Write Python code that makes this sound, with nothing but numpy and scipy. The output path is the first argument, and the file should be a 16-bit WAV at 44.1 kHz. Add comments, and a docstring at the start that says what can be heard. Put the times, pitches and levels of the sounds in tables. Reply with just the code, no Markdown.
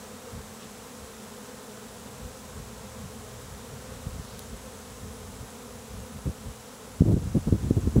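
"""Outdoors at a hive box, a swarm of honey bees moves in, close to a camcorder.
Dozens of flying bees hum, each radiating harmonics of its own wingbeat; thousands more rustle by
friction over each other and dry grass, and one stalk snaps. A turbulent breeze rumbles on the
microphone and ends in hard buffets. Underneath lie the camcorder's faint whine, a low hum and
a soft, distant background."""
import sys
import numpy as np
from scipy import signal
from scipy.fft import rfft, irfft
from scipy.io import wavfile
from scipy.ndimage import uniform_filter1d, map_coordinates

SR = 44100
rng = np.random.default_rng(int(sys.argv[2]) if len(sys.argv) > 2 else 0)


def master(y):
    """Save y as 16-bit WAV."""
    cut = np.clip(np.atleast_2d(y).T, -1, 1)
    pcm = np.round(cut * 32767)  # scale
    wavfile.write(sys.argv[1], SR, pcm.astype(np.int16))


N = 352800
TIME = np.arange(N) / SR

# Spectral envelope of one flying bee. 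Each row: frequency in Hz, relative level in dB.
WING_SPECTRUM = [(150, 18.5), (220, 3), (290, -4), (400, 1), (520, 3), (640, -8.5), (900, -7.5),
                 (1300, -8.5), (1700, -13), (2400, -19.5), (4000, -22.5), (7000, -41)]
# Strength of the flying swarm. Each row: time in seconds, relative level in dB.
SWARM_LEVELS = [(0, -45), (3, -45.5), (5, -45.8), (8, -47)]
# Close bees. Each row: nearest moment in seconds, wingbeat in Hz, level in dB, length in seconds.
BEE_PASSES = [(0.154, 241.7, -55.5, 0.24), (0.775, 247.7, -59, 0.17), (1.806, 218, -54, 0.13),
              (2.923, 258.8, -52, 0.248), (3.92, 255.2, -49.5, 0.214), (4.433, 249, -63, 0.15),
              (5.643, 206.3, -65, 0.29)]
# Legs and wings rubbing in the cluster. Each row: frequency in Hz, relative density in dB.
RUSTLE_SPECTRUM = [(900, 3.5), (2000, -4.5), (2900, -4), (3700, -3), (4600, -5), (5700, -2), (7000, -1.7),
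                   (8150, -0.2), (8600, -6.5), (9400, -4), (10000, -5.5), (11000, -8.5), (13000, -10),
                   (15700, -11.5)]
# Stir of the cluster. Each row: time in seconds, relative level in dB.
CLUSTER_LEVELS = [(0, -50.5), (4.4, -50.5), (7, -51.5), (8, -50.8)]
# Scrapes in dry grass. Each row: middle in seconds, level in dB, length in seconds, centre in Hz.
GRASS_SCRAPES = [(.03, -58, .06, 7800), (0.633, -52.5, 0.056, 3000), (4.31, -56, 0.15, 4470),
                 (4.44, -59, 0.094, 6300)]
# Modes of a dry stalk. Each row: frequency in Hz, bandwidth in Hz, relative level in dB.
STALK_MODES = [(3900, 1400, 5), (8100, 600, 6), (10500, 5000, -1), (14400, 2500, 2)]
# The breeze builds, lulls, then turns hard. Each row: time in seconds, level in dB.
BREEZE_LEVELS = [(0, -54.5), (1.7, -56.5), (2.6, -48), (3.3, -46.5), (4.1, -45.5), (4.75, -47.5),
                 (5.3, -46.5), (5.75, -53.5), (6.3, -45), (6.75, -62), (7.15, -33), (8, -33.5)]
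# Gusts striking the microphone. Each row: start in seconds, level in dB, hold in seconds.
GUST_STRIKES = [(0.336, -39.5, 0.057), (1.02, -46, 0.027), (2.225, -38.5, .035), (2.57, -41, .04),
                (4.131, -36.5, 0.034), (4.516, -39, .02), (5.038, -36.5, 0.013), (5.41, -38, 0.018),
                (5.913, -39.5, 0.11), (6.262, -25, .028), (6.46, -33.5, 0.037), (7.012, -23, 0.029),
                (7.059, -17.5, 0.083), (7.167, -19, 0.0092), (7.227, -31.5, 0.044), (7.351, -20, 0.028),
                (7.472, -20, 0.012), (7.52, -23.5, 0.039), (7.635, -29.5, 0.017), (7.71, -26, 0.008),
                (7.766, -22, .016), (7.836, -24.5, 0.044), (7.961, -16.5, 0.052)]
# Turbulence in light and in hard wind. Each row: frequency in Hz, relative density in dB.
LIGHT_WIND_SPECTRUM = [(20, -28), (35, -11), (52, 2.5), (85, 2.5), (120, -4.5), (170, -9), (250, -11.5),
                       (400, -77), (900, -80)]
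HARD_WIND_SPECTRUM = [(20, -30), (35, -24), (60, 3), (90, 2), (170, 1), (290, -4.5), (400, -12),
                      (550, -20.5), (750, -30), (1100, -40.5), (2500, -61)]
# Eddies at the diaphragm. Each row: middle in seconds, relative level in dB, width in seconds.
EDDY_DIPS = [(4.069, -21, 0.0024), (4.197, -24.5, 0.0023), (7.009, -5, 0.002), (7.021, -5, 0.0012),
             (7.142, -6.5, 0.0016), (7.526, -5.5, 0.0014), (7.71, -4, 0.0013), (7.875, -10.5, 0.0015)]
# The camcorder's whine. Each row: time in seconds, pitch in Hz, level in dB.
WHINE_TRACK = [(0, 10200, -71), (1, 10220, -65), (2.5, 10270, -68), (3.6, 10330, -65), (4.7, 10410, -63.5),
               (6, 10420, -62.5), (8, 10400, -64)]
# Distant outdoor background. Each row: frequency in Hz, relative density in dB.
GARDEN_SPECTRUM = [(25, -11), (60, -16), (130, 11), (320, -5.5), (600, -2), (1500, -9), (4000, -34)]


def swarm(slow_hz=199, fast_hz=267, trim_db=-0.75, count=48):
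    """Superposition: slow hovering and fast darting wingbeats blur into broad harmonic bands."""
    chorus = sum(bee(hz) for hz in np.linspace(slow_hz, fast_hz, count))
    return unit(chorus) * undb(curve(SWARM_LEVELS) + trim_db)


def bee(wingbeat_hz, wander=.03, wander_rate=5, distance_db=3.0, distance_rate=4, points=2000):
    """Modulation: a bee's wingbeat bends and flutters as it steers; its level follows its distance."""
    flutter = .014 * walk(30, points)
    pitch = wingbeat_hz * (1 + wander * walk(wander_rate, points) + flutter)
    buzz = wings(stretch(pitch), wingbeat_hz)
    return buzz * stretch(undb(distance_db * walk(distance_rate, points)))


def wings(pitch, wingbeat_hz, aspect_db=2.0, harmonics=28):
    """A periodic wing stroke radiates a harmonic series whose overtones depend on how the bee faces."""
    orders = np.arange(1, harmonics + 1)
    aspect = undb(aspect_db * rng.standard_normal(harmonics) * (orders > 2))
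    phases = np.exp(2j * np.pi * rng.random(harmonics))
    partials = np.zeros(1025, complex)
    partials[orders] = gain_at(orders * wingbeat_hz, WING_SPECTRUM) * aspect * phases
    stroke = irfft(partials)
    position = np.cumsum(pitch) * (len(stroke) / SR)
    return stroke[position.astype(int) % len(stroke)]


def passing_bees(doppler=.015):
    """The Doppler effect lowers a close bee's pitch as it passes, while its level swells and fades."""
    out = np.zeros(N)
    for nearest, hz, db, length in BEE_PASSES:
        along = (TIME - nearest) / length
        pitch = hz * (1 - doppler * np.tanh(along))
        out += undb(db) * unit(wings(pitch, hz)) / (1 + 4 * along ** 2)
    return out


def cluster(ticks_per_s=2500, tick_spread_db=3.5, tick_db=-7, hiss_db=2.0):
    """Friction: countless tiny scrapes sum to a hiss; the nearest stand out as a fine crackle."""
    sizes = undb(tick_spread_db * np.minimum(rng.exponential(size=N), 6))
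    signs = rng.choice([-1, 1], N)
    contacts = rng.random(N) < ticks_per_s / SR
    ticks = colour(sizes * signs * contacts, RUSTLE_SPECTRUM)
    hiss = colour(rng.standard_normal(N), RUSTLE_SPECTRUM)
    return (undb(tick_db) * ticks + undb(hiss_db) * hiss) * undb(curve(CLUSTER_LEVELS))


def grass_scrapes(q=4.4):
    """Friction drives a broad resonance as blades of grass shift under the crawling bees."""
    rub = rng.standard_normal(N)
    return sum(undb(db) * swell(middle, length) * unit(resonate(rub, hz, hz / q))
               for middle, db, length, hz in GRASS_SCRAPES)


def stalk_snap(start_s=4.3928, peak_db=-26, decay_s=0.00042):
    """Impulse excitation: a very short crack rings the modes of a dry stalk."""
    age = TIME - start_s
    crack = rng.standard_normal(N) * (age > 0) * np.exp(-np.abs(age) / decay_s)
    ring = sum(undb(db) * resonate(resonate(crack, hz, width), hz, width)
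               for hz, width, db in STALK_MODES)
    return undb(peak_db) * ring / np.abs(ring).max()


def wind(crossover_db=-27, puff_rate=16, puff_db=3.0, flutter_rate=60, flutter_db=1.85):
    """Turbulent cascade: faster air breaks into smaller eddies, so strong gusts sound brighter."""
    breeze = unit(undb(puff_db * walk(puff_rate))) * undb(curve(BREEZE_LEVELS))
    flutter = unit(undb(flutter_db * walk(flutter_rate)))
    gust_power = flutter ** 2 * sum(gust(*row) ** 2 for row in GUST_STRIKES)
    force = np.sqrt(breeze ** 2 + gust_power)
    hard_share = force ** 3 / (force ** 3 + undb(crossover_db) ** 3)
    light = np.sqrt(1 - hard_share) * turbulence(LIGHT_WIND_SPECTRUM)
    hard = np.sqrt(hard_share) * turbulence(HARD_WIND_SPECTRUM)
    return force * (light + hard)


def gust(start, db, hold, attack_s=0.0078, release_s=0.01, reference_db=-22.5, doubling_db=14):
    """A gust's envelope rises and falls exponentially, more slowly the weaker the gust is."""
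    slowness = 2 ** ((reference_db - db) / doubling_db)
    rise = np.maximum(start - TIME, 0) / attack_s
    fall = np.maximum(TIME - start - hold, 0) / release_s
    return undb(db) * np.exp(-np.minimum((rise + fall) / slowness, 20))


def turbulence(spectrum, window_s=0.024):
    """Churning air makes random pressure fluctuations, here held at an even strength."""
    pressure = colour(rng.standard_normal(N), spectrum)
    power = np.abs(signal.hilbert(pressure)) ** 2 / 2
    return pressure / np.sqrt(uniform_filter1d(power, int(window_s * SR)))


def eddies(trim_db=2.5, rim_ratio=5.8):
    """A vortex's low-pressure core sucks at the diaphragm, inside a wider rim of raised pressure."""
    out = np.zeros(N)
    for middle, db, width in EDDY_DIPS:
        exponent = -2 * ((TIME - middle) / width) ** 2
        rim = np.exp(exponent / rim_ratio ** 2) / rim_ratio
        out += undb(db + trim_db) * (rim - np.exp(exponent))
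    return out


def camcorder_whine(waver_hz=45, throb_hz=59.94):
    """Narrow-band noise makes a thin, unsteady whistle; amplitude modulation makes it throb."""
    lowpass = signal.butter(1, waver_hz, fs=SR, output="sos")
    waver = unit(signal.sosfilt(lowpass, rng.standard_normal((2, N))))
    phase = 2 * np.pi * np.cumsum(curve(WHINE_TRACK)) / SR
    whistle = waver[0] * np.cos(phase) + waver[1] * np.sin(phase)
    throb = 1 + .8 * np.cos(2 * np.pi * throb_hz * TIME)
    return unit(throb * whistle) * undb(curve(WHINE_TRACK, column=2))


def low_hum(hz=118, level_db=-59, middle_s=3.5, length_s=3.6, waver_db=4):
    """A faint low tone, modulated in pitch and level, wavers under the swarm for a few seconds."""
    phase = 2 * np.pi * np.cumsum(hz * (1 + 0.0151 * walk(4))) / SR
    waver = undb(waver_db * walk(5.4))
    return undb(level_db) * unit(np.sin(phase) * waver * swell(middle_s, length_s))


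def garden(level_db=-56):
    """Steady broadband noise forms the soft, distant outdoor background."""
    return undb(level_db) * colour(rng.standard_normal(N), GARDEN_SPECTRUM)


def undb(db):
    """Decibels to amplitude ratio."""
    return 10 ** (np.asarray(db) / 20)


def unit(x):
    """Normalisation to rms 1."""
    return x / np.sqrt(np.mean(x ** 2))


def curve(table, column=1):
    """Linear interpolation of one table column in time."""
    rows = np.array(table)
    return np.interp(TIME, rows[:, 0], rows[:, column])


def gain_at(hz, spectrum):
    """Gain of a spectrum, interpolated on a log-frequency axis."""
    rows = np.array(spectrum)
    return undb(np.interp(np.log(np.maximum(hz, 1)), np.log(rows[:, 0]), rows[:, 1]))


def colour(x, spectrum):
    """Filtering by a spectrum, normalised to rms 1."""
    hz = np.arange(N // 2 + 1) * SR / N
    return unit(irfft(rfft(x) * gain_at(hz, spectrum), N))


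def walk(rate, points=N):
    """A smooth random process with spread near 1 that changes about rate times a second."""
    knots = rng.standard_normal(1024)
    position = np.linspace(0, N / SR * rate, points) + rng.random()
    return map_coordinates(knots, [position], order=2, mode="wrap")


def stretch(x):
    """Linear interpolation of a coarse control over the whole duration."""
    return np.interp(TIME, np.linspace(0, N / SR, len(x)), x)


def swell(middle, length):
    """A Gaussian rise and fall."""
    return np.exp(-np.pi * np.minimum(((TIME - middle) / length) ** 2, 20))


def resonate(x, hz, width):
    """A second-order resonance with gain 1 at its centre."""
    return signal.lfilter(*signal.iirpeak(hz, hz / width, fs=SR), x)


def scene():
    """Superposition: the pressures of all sources add at one microphone."""
    hive = swarm() + passing_bees() + cluster() + grass_scrapes() + stalk_snap()
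    return (hive + wind() + eddies() + camcorder_whine() + low_hum() + garden())[None]


def record(dry, bass_cut_hz=42, top_hz=15700, knee_db=-24, average_s=0.073, squeeze=0.29):
    """Band limiting and compression: thumps swing back, and the gain dips under the hardest buffets."""
    bass_cut = signal.butter(4, bass_cut_hz, "high", fs=SR, output="sos")
    top_cut = signal.ellip(10, .2, 80, top_hz, fs=SR, output="sos")
    sound = signal.sosfilt(bass_cut, dry)
    pole = np.exp(-1 / (average_s * SR))
    running_rms = np.sqrt(signal.lfilter([1 - pole], [1, -pole], sound ** 2))
    gain = np.maximum(running_rms / undb(knee_db), 1) ** -squeeze
    return signal.sosfilt(top_cut, sound * gain)


dry = scene()
out = record(dry)
master(out)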